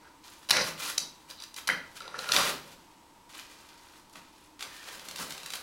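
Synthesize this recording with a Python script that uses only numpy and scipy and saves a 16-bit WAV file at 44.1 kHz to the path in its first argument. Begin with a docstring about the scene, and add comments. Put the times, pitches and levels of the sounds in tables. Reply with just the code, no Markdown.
"""Tissue rustles and a spindle knocks and rattles: a kitten claws at a toilet roll, then tugs the strip.
Friction of the turning tube and impacts of the spindle excite the resonances of the holder.
The sliding tissue hisses as its fibres rub and crinkles as it buckles; soft paws thump in the heap
on the floor. A small tiled bathroom reverberates briefly, over faint ventilation and a thin whine."""
import sys
import numpy as np
from scipy import signal
from scipy.fft import rfft, irfft
from scipy.io import wavfile

SR = 44100
rng = np.random.default_rng(int(sys.argv[2]) if len(sys.argv) > 2 else 0)


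def to_wav(sig):
    """Store sig (one row per channel, or 1-D mono) as 16-bit WAV at the path in sys.argv[1].

    Samples outside -1..1 are clipped; the rate is SR.
    """
    pcm = np.clip(np.atleast_2d(sig), -1, 1) * 32767
    pcm = np.round(pcm).astype(np.int16)
    wavfile.write(sys.argv[1], SR, pcm.T)  # frames by channels


N = 247842
TIME = np.arange(N) / SR


def undb(db):
    """Decibels to amplitude ratio."""
    return 10 ** (np.asarray(db) / 20)


def unit(x):
    """Normalise to rms 1."""
    return x / np.sqrt(np.mean(x ** 2))


def add(track, start_s, sound):
    """Superpose a sound on the track."""
    start = int(start_s * SR)
    track[start:start + len(sound)] += sound[:N - start]


def bins(size=8192):
    """Frequency grid of a response, in Hz."""
    return np.arange(size // 2 + 1) * SR / size


def on_log_axis(hz, rows):
    """Interpolate (frequency_hz, value) rows along log frequency."""
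    points, values = np.transpose(rows)
    return np.interp(np.log(hz + 1), np.log(points), values)


def colour(rows):
    """Magnitude response from (frequency_hz, gain_db) rows."""
    return undb(on_log_axis(bins(), rows))


def hump(centre_hz, reach_octaves):
    """Band-pass magnitude response, symmetric in log frequency."""
    octaves = np.log2((bins() + 1) / centre_hz)
    return 1 / (1 + (octaves / reach_octaves) ** 2) ** 0.91


def ring(force, gain):
    """Forced vibration of a causal, minimum-phase body with this magnitude response."""
    cepstrum = irfft(np.log(gain + 1e-6))
    half = len(cepstrum) // 2
    cepstrum[1:half] *= 2
    cepstrum[half + 1:] = 0
    impulse_response = irfft(np.exp(rfft(cepstrum)))
    return signal.fftconvolve(force, impulse_response)[:len(force)]


def grains(per_s, spread_db):
    """Shot noise: impulses of random size at random moments, rms 1."""
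    fires = rng.random(N) < per_s / SR
    impulses = fires * rng.standard_normal(N)
    return unit(impulses * undb(spread_db * np.clip(rng.standard_normal(N), -2, 2)))


def flutter(per_s):
    """Slow random modulation with a spread near 1."""
    step = max(int(SR / per_s), 1)
    return np.interp(np.arange(N) / step, np.arange(N), rng.standard_normal(N))


def chatter(length_s, size=8192):
    """Broadband contact force: a dense rattle that swells and stops, energy 1."""
    age = np.arange(size) / SR / length_s
    envelope = np.sqrt(age) * np.exp(-age ** 3)
    burst = rng.standard_normal(size) * envelope
    for _ in range(2):
        whitened = irfft(np.exp(1j * np.angle(rfft(burst))))
        burst = whitened * np.sqrt(envelope)
    return burst / np.sqrt(np.sum(burst ** 2))


def blow(length_s, gain):
    """Impact excitation: chatter rings a body, with the energy of rms 1 held for length_s."""
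    sound = ring(chatter(length_s), gain)
    return sound * np.sqrt(length_s * SR / np.sum(sound ** 2))


def pulls(rows, attack_s, release_s, linger_db, fade_db_per_s):
    """Envelope of driven, then damped motion: pulls take hold, let go and linger; their powers add."""
    power = 0
    for start_s, length_s, level_db, swell_db in rows:
        age = TIME - start_s
        since_release = np.maximum(age - length_s, 0)
        attack = np.sin(np.pi / 2 * np.clip(age / attack_s, 0, 1)) ** 2
        hold = undb(level_db + swell_db * (np.clip(age / length_s, 0, 1) - .5))
        linger = undb(linger_db - fade_db_per_s * since_release)
        release = np.maximum(np.exp(-since_release / release_s), linger)
        power = power + (attack * hold * release) ** 2
    return np.sqrt(power)


def ventilation(level_db=-58):
    """Steady broadband air noise, filtered by two hollow duct resonances."""
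    # spectrum of the air noise: frequency_hz, gain_db
    air_spectrum = [(25, -3), (70, -1), (130, -5.5), (180, -3), (245, -2.5), (310, 5.5), (400, -6.5),
                    (790, -6.5), (925, 6), (1080, -4.5), (1500, -11.5), (4000, -14.5), (9000, -19.5),
                    (16000, -27)]
    return undb(level_db) * unit(ring(rng.standard_normal(N), colour(air_spectrum)))


def whine(pitch_hz=7740, waver_hz=25, level_db=-80):
    """A thin background tone wavers by random frequency modulation."""
    hz = pitch_hz + waver_hz * flutter(40)
    return undb(level_db) * unit(np.sin(2 * np.pi * np.cumsum(hz) / SR))


def holder():
    """Modal response of the holder: overlapping resonances add in power."""
    # modes of holder, spindle and cardboard tube: pitch_hz, bandwidth_hz, gain_db
    modes = [(182, 66, -4), (550, 180, 5.5), (974, 390, -1), (1385, 116, 1), (1623, 120, -1.5),
             (1790, 100, -5), (2030, 130, -4.5), (2450, 520, -4.5), (3020, 140, -1), (3990, 430, 0),
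             (4540, 190, -7), (4855, 95, 0.5), (5400, 100, -7), (5890, 470, -4), (10160, 2100, -7.5)]
    hz = bins()
    power = 0
    for pitch_hz, bandwidth_hz, gain_db in modes:
        resonance = 1 / (1 + (2 * (hz - pitch_hz) / bandwidth_hz) ** 2)
        bass_rolloff = hz / (hz + pitch_hz)
        power = power + undb(gain_db) ** 2 * resonance * bass_rolloff
    return np.sqrt(power)


def roll(bumps_per_s=5000, wobble_db=1):
    """Roughness excitation: the tube scrapes round the spindle, shakes the holder and coasts to rest."""
    # turns of the roll: start_s, length_s, level_db, swell_db
    turns = [(0, .09, -61.5, 4), (.511, 0.112, -30.5, -0.5), (1.295, 0.02, -55, -8),
             (1.688, 0.029, -33, -1), (2.0, 0.17, -49.5, -2), (2.14, 0.21, -46.5, -6),
             (2.288, 0.044, -39.5, -6), (2.345, 0.052, -29, 4), (2.40, 0.095, -37.5, 1),
             (4.615, 0.054, -52.5, 8), (4.85, 0.95, -55, 1), (5.187, 0.024, -41.5, -13)]
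    # spectrum of the scraping: frequency_hz, gain_db
    scrape_spectrum = [(40, 3), (95, 0.5), (160, 6), (260, 0), (600, 0), (850, 1.5), (1600, 1), (2100, 3.5),
                       (3500, -4.5), (5500, -1.5), (9000, -6), (16000, -22)]
    bumps = grains(bumps_per_s, spread_db=2) * undb(wobble_db * flutter(110))
    turning = pulls(turns, attack_s=0.0076, release_s=0.0079, linger_db=-19.5, fade_db_per_s=62)
    return unit(ring(bumps, holder() * colour(scrape_spectrum))) * turning


def contact(centre_hz, reach_octaves):
    """Selective excitation: one contact favours the holder's modes near its centre frequency."""
    return holder() * hump(centre_hz, reach_octaves)


def grates(slips_per_s=3000):
    """Stick-slip friction of the spindle in its sockets keeps a few resonances ringing."""
    # spells of grating: start_s, length_s, level_db, centre_hz, reach_octaves
    spells = [(0.016, 0.072, -58.5, 1470, 0.28), (0.487, 0.015, -31, 4400, 1),
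              (0.509, 0.14, -33, 5400, 0.25), (.51, 0.11, -32.5, 1950, 0.21),
              (1.37, 0.035, -47, 4000, 0.19), (1.689, 0.0295, -29.5, 1880, 0.28),
              (1.681, 0.043, -37, 3160, 0.018), (2.004, 0.11, -51, 1387, 0.03),
              (2.152, 0.31, -44, 1398, 0.028), (2.363, 0.057, -30, 1130, 0.3),
              (4.648, 0.34, -55.5, 1790, 0.084), (5.361, 0.24, -53, 3926, 0.012)]
    out = np.zeros(N)
    for start_s, length_s, level_db, centre_hz, reach_octaves in spells:
        size = int(length_s * SR)
        slips = grains(slips_per_s, spread_db=4.5)[:size]
        ringing = unit(ring(slips, contact(centre_hz, reach_octaves)))
        add(out, start_s, undb(level_db) * ringing * signal.windows.tukey(size))
    return out


def tissue(holder_db=3):
    """Mechanical coupling: the taut strip adds the holder's high ring to its own broad response."""
    # spectrum of the strip: frequency_hz, gain_db
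    strip_spectrum = [(60, -17), (160, -11.5), (400, -3), (700, -3), (1200, 2), (2200, 0), (3000, 0.5),
                      (4500, -1), (7000, -4.5), (11000, -7.5), (15500, -14.5)]
    return colour(strip_spectrum) * np.hypot(1, undb(holder_db) * contact(4400, 0.14))


def paper(fibres_per_s=9000, folds_per_s=70, fold_db=-6, catch_db=3.5, brisk_db=-45, rest_db=-78):
    """Friction of fibres gives an uneven hiss; buckling folds merge into a swish on brisk pulls."""
    # strokes of the tissue under the claws and over itself: start_s, length_s, level_db, swell_db
    strokes = [(.228, 0.11, -50.5, 0.5), (.32, 0.16, -57, 3), (.60, 0.087, -38, 6.5),
               (.772, 0.036, -38, 10), (.815, 0.091, -33, 0.5), (1.27, 0.049, -51.5, 15),
               (1.40, 0.038, -49.5, 8), (1.558, 0.029, -40.5, 4.5), (1.75, 0.23, -63, 17),
               (1.948, 0.026, -46, 9), (2.18, 0.15, -43, -6.5), (2.29, 0.052, -39.5, 10),
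               (2.33, 0.17, -28.5, -2), (2.67, 0.067, -54.5, -3), (3.288, 0.11, -47, 13),
               (3.42, 0.58, -56, -2), (4.12, 0.074, -53, 2), (4.2, 0.27, -61, -2), (4.592, 0.049, -43.5, 6),
               (4.66, 0.32, -49, 3), (5.0, 0.91, -52, 1), (5.16, 0.07, -38, 3.5), (5.29, 0.041, -43.5, -5),
               (5.53, 0.028, -40.5, -5)]
    # crispness, higher in crumpling than in sliding: time_s, treble_gain_db
    crispness = [(.55, 1), (.85, 1.5), (1.57, 2), (2.4, 0), (3.4, -2), (4.6, -2), (5.2, 3)]
    sliding = pulls(strokes, attack_s=0.0085, release_s=0.009, linger_db=-22, fade_db_per_s=40)
    sliding = np.hypot(sliding, undb(rest_db))  # the hanging strip is never quite still
    crowding = 1 + sliding / undb(brisk_db)
    rustle = grains(fibres_per_s, spread_db=1.5) * undb(catch_db * flutter(60))
    for fold_hz in (1300, 2600, 5200, 10400):  # four sizes of fold
        folds = grains(folds_per_s * crowding, spread_db=0.5) / np.sqrt(crowding)
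        snap = blow(length_s=.004, gain=hump(fold_hz, reach_octaves=0.56))
        buckles = unit(signal.fftconvolve(folds, snap)[:N])
        band_weight = np.sqrt(fold_hz / 10000)  # higher folds fill wider bands
        rustle = rustle + undb(fold_db) * band_weight * buckles
    rustle = unit(ring(rustle, tissue()))
    treble = signal.sosfiltfilt(signal.butter(2, 8000, "high", fs=SR, output="sos"), rustle)
    treble_gain = undb(np.interp(TIME, *np.transpose(crispness)))
    return (rustle + (treble_gain - 1) * treble) * sliding


def near_wall(reflection=0.78):
    """Comb filtering: a wall echo interferes with the direct sound; its lag varies from spot to spot."""
    lag_s = rng.uniform(.0007, .0016)
    return np.abs(1 + reflection * np.exp(2j * np.pi * bins() * lag_s))


def knocks():
    """Impacts of the spindle ring the holder close to the wall; a harder contact rings higher."""
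    # spindle impacts: start_s, level_db, centre_hz, reach_octaves, contact_s
    impacts = [(0.495, -28.5, 5200, 2.3, 0.0044), (0.5061, -15.5, 4270, 2.5, 0.0025),
               (0.5093, -12, 4500, 0.72, 0.0027), (0.5648, -25.5, 1820, 0.51, .004),
               (0.568, -20.5, 4600, 0.7, 0.0023), (0.976, -37, 3340, 0.63, 0.0047),
               (0.9784, -19.5, 5930, 0.52, 0.0044), (1.301, -43.5, 5200, 0.57, 0.0037),
               (1.309, -41.5, 4600, 0.28, .004), (1.399, -43, 4630, 0.59, 0.0056),
               (1.421, -38.5, 5030, 0.47, 0.0035), (1.436, -41, 5400, 0.65, 0.0042),
               (1.541, -41.5, 6060, 0.76, 0.0037), (1.562, -39.5, 7000, 0.95, 0.0045),
               (1.6727, -28.5, 5300, 1.1, 0.0038), (1.6764, -28.5, 7040, 2.2, 0.0055),
               (1.688, -30, 4500, 2.5, .003), (1.6882, -17, 1717, 0.12, 0.0021),
               (1.6982, -19.5, 1890, 0.12, 0.0027), (2.003, -40.5, 4280, 1.0, 0.0028),
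               (2.004, -35, 1340, 0.074, 0.0028), (2.019, -43, 3400, 1, 0.0036),
               (2.053, -51, 4500, 0.64, 0.0034), (2.078, -38, 3770, 0.43, 0.0022),
               (2.077, -43.5, 1000, 0.26, .003), (2.14, -32.5, 1310, 0.075, 0.0036),
               (2.147, -39, 1760, 0.067, 0.0035), (2.189, -31.5, 3980, 0.54, 0.0031),
               (2.187, -35, 1400, 0.11, 0.0027), (2.242, -36.5, 1600, 1.3, 0.0034),
               (2.2885, -29, 3260, 1.1, 0.0044), (2.293, -29.5, 1310, 0.14, .004),
               (2.3183, -18, 4460, 0.65, 0.0041), (2.332, -30.5, 1390, 0.093, 0.003),
               (2.3623, -16, 3560, 0.6, 0.0037), (2.376, -34, 2180, 1.3, .004)]
    out = np.zeros(N)
    for start_s, level_db, centre_hz, reach_octaves, contact_s in impacts:
        response = contact(centre_hz, reach_octaves) * near_wall()
        add(out, start_s, undb(level_db) * blow(contact_s, response))
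    return out


def paws(contact_s=0.04):
    """Soft impacts: a slow, padded contact carries little treble and gives a dull thump."""
    # landings on the heap and floor: start_s, level_db
    landings = [(1.001, -52.5), (1.70, -46.5), (2.369, -42), (2.46, -44), (4.148, -55), (4.96, -56),
                (5.06, -55), (5.183, -44.5), (5.225, -49), (5.31, -55)]
    # spectrum of a thump: frequency_hz, gain_db
    thump_spectrum = [(40, -24), (95, -8), (125, -20), (160, 10), (200, -2.5), (250, 3), (380, -5.5),
                      (800, -3), (1300, -3.5), (3000, -51)]
    out = np.zeros(N)
    for start_s, level_db in landings:
        add(out, start_s, undb(level_db) * blow(contact_s, colour(thump_spectrum)))
    return out


def creases(snap_s=0.0041, reach_octaves=1.84):
    """Snap-through buckling: big creases give way, each in its own frequency band."""
    # single creases snapping: start_s, level_db, centre_hz
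    snaps = [(1.965, -42.5, 5500), (1.974, -45, 4000), (3.687, -49, 4300), (4.095, -54, 9000),
             (4.155, -39.5, 1190), (4.5917, -42, 3500), (4.606, -34.5, 2960), (4.624, -30.5, 3080),
             (4.886, -40.5, 2200), (4.994, -40, 3500), (5.0849, -34, 5850), (5.11, -36, 5000),
             (5.158, -33, 5000), (5.305, -34.5, 6040), (5.321, -34, 4500), (5.377, -37.5, 5000),
             (5.399, -45, 4500), (5.431, -39, 4000), (5.459, -33.5, 4920), (5.472, -46, 4200),
             (5.502, -33.5, 5500), (5.521, -38, 8000), (5.535, -29.5, 4480), (5.554, -35, 4700)]
    out = np.zeros(N)
    for start_s, level_db, centre_hz in snaps:
        response = tissue() * hump(centre_hz, reach_octaves) * near_wall()
        add(out, start_s, undb(level_db) * blow(snap_s, response))
    return out


def bathroom(sound, first_echo_s=0.0018, size=32768):
    """Diffuse reverberation: dense echoes off the tiles decay exponentially, the bass most slowly."""
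    # reverberation times: frequency_hz, t60_s
    decay_times = [(150, 0.94), (500, 0.51), (1800, 0.42), (5000, 0.37), (10000, 0.27), (16000, 0.44)]
    t = np.arange(size) / SR
    noise_spectrum = rfft(rng.standard_normal(size))
    tail = 0
    for centre_hz, t60_s in decay_times:
        band = on_log_axis(bins(size), [(hz, float(hz == centre_hz)) for hz, _ in decay_times])
        tail = tail + irfft(noise_spectrum * band) * np.exp(-np.log(1000) * t / t60_s)
    tail = tail * (t > first_echo_s)
    return signal.fftconvolve(sound, tail / np.sqrt(np.sum(tail ** 2)))[:N]


def scene(room_db=-4, direct_db=-3):
    """Direct and reverberant sound superpose; the knocks have the largest direct share."""
    knocking = knocks()
    out = knocking + undb(room_db) * bathroom(knocking) + ventilation() + whine()
    for source in (roll(), grates(), paper(), creases() + paws()):
        out = out + undb(direct_db) * source + undb(room_db) * bathroom(source)
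    return out[None]


def record(dry):
    """Band limiting: a steep low-pass filter cuts the highest treble."""
    cutoff_hz = 15900
    return signal.sosfilt(signal.ellip(10, .2, 70, cutoff_hz, fs=SR, output="sos"), dry)


dry = scene()
out = record(dry)
to_wav(out)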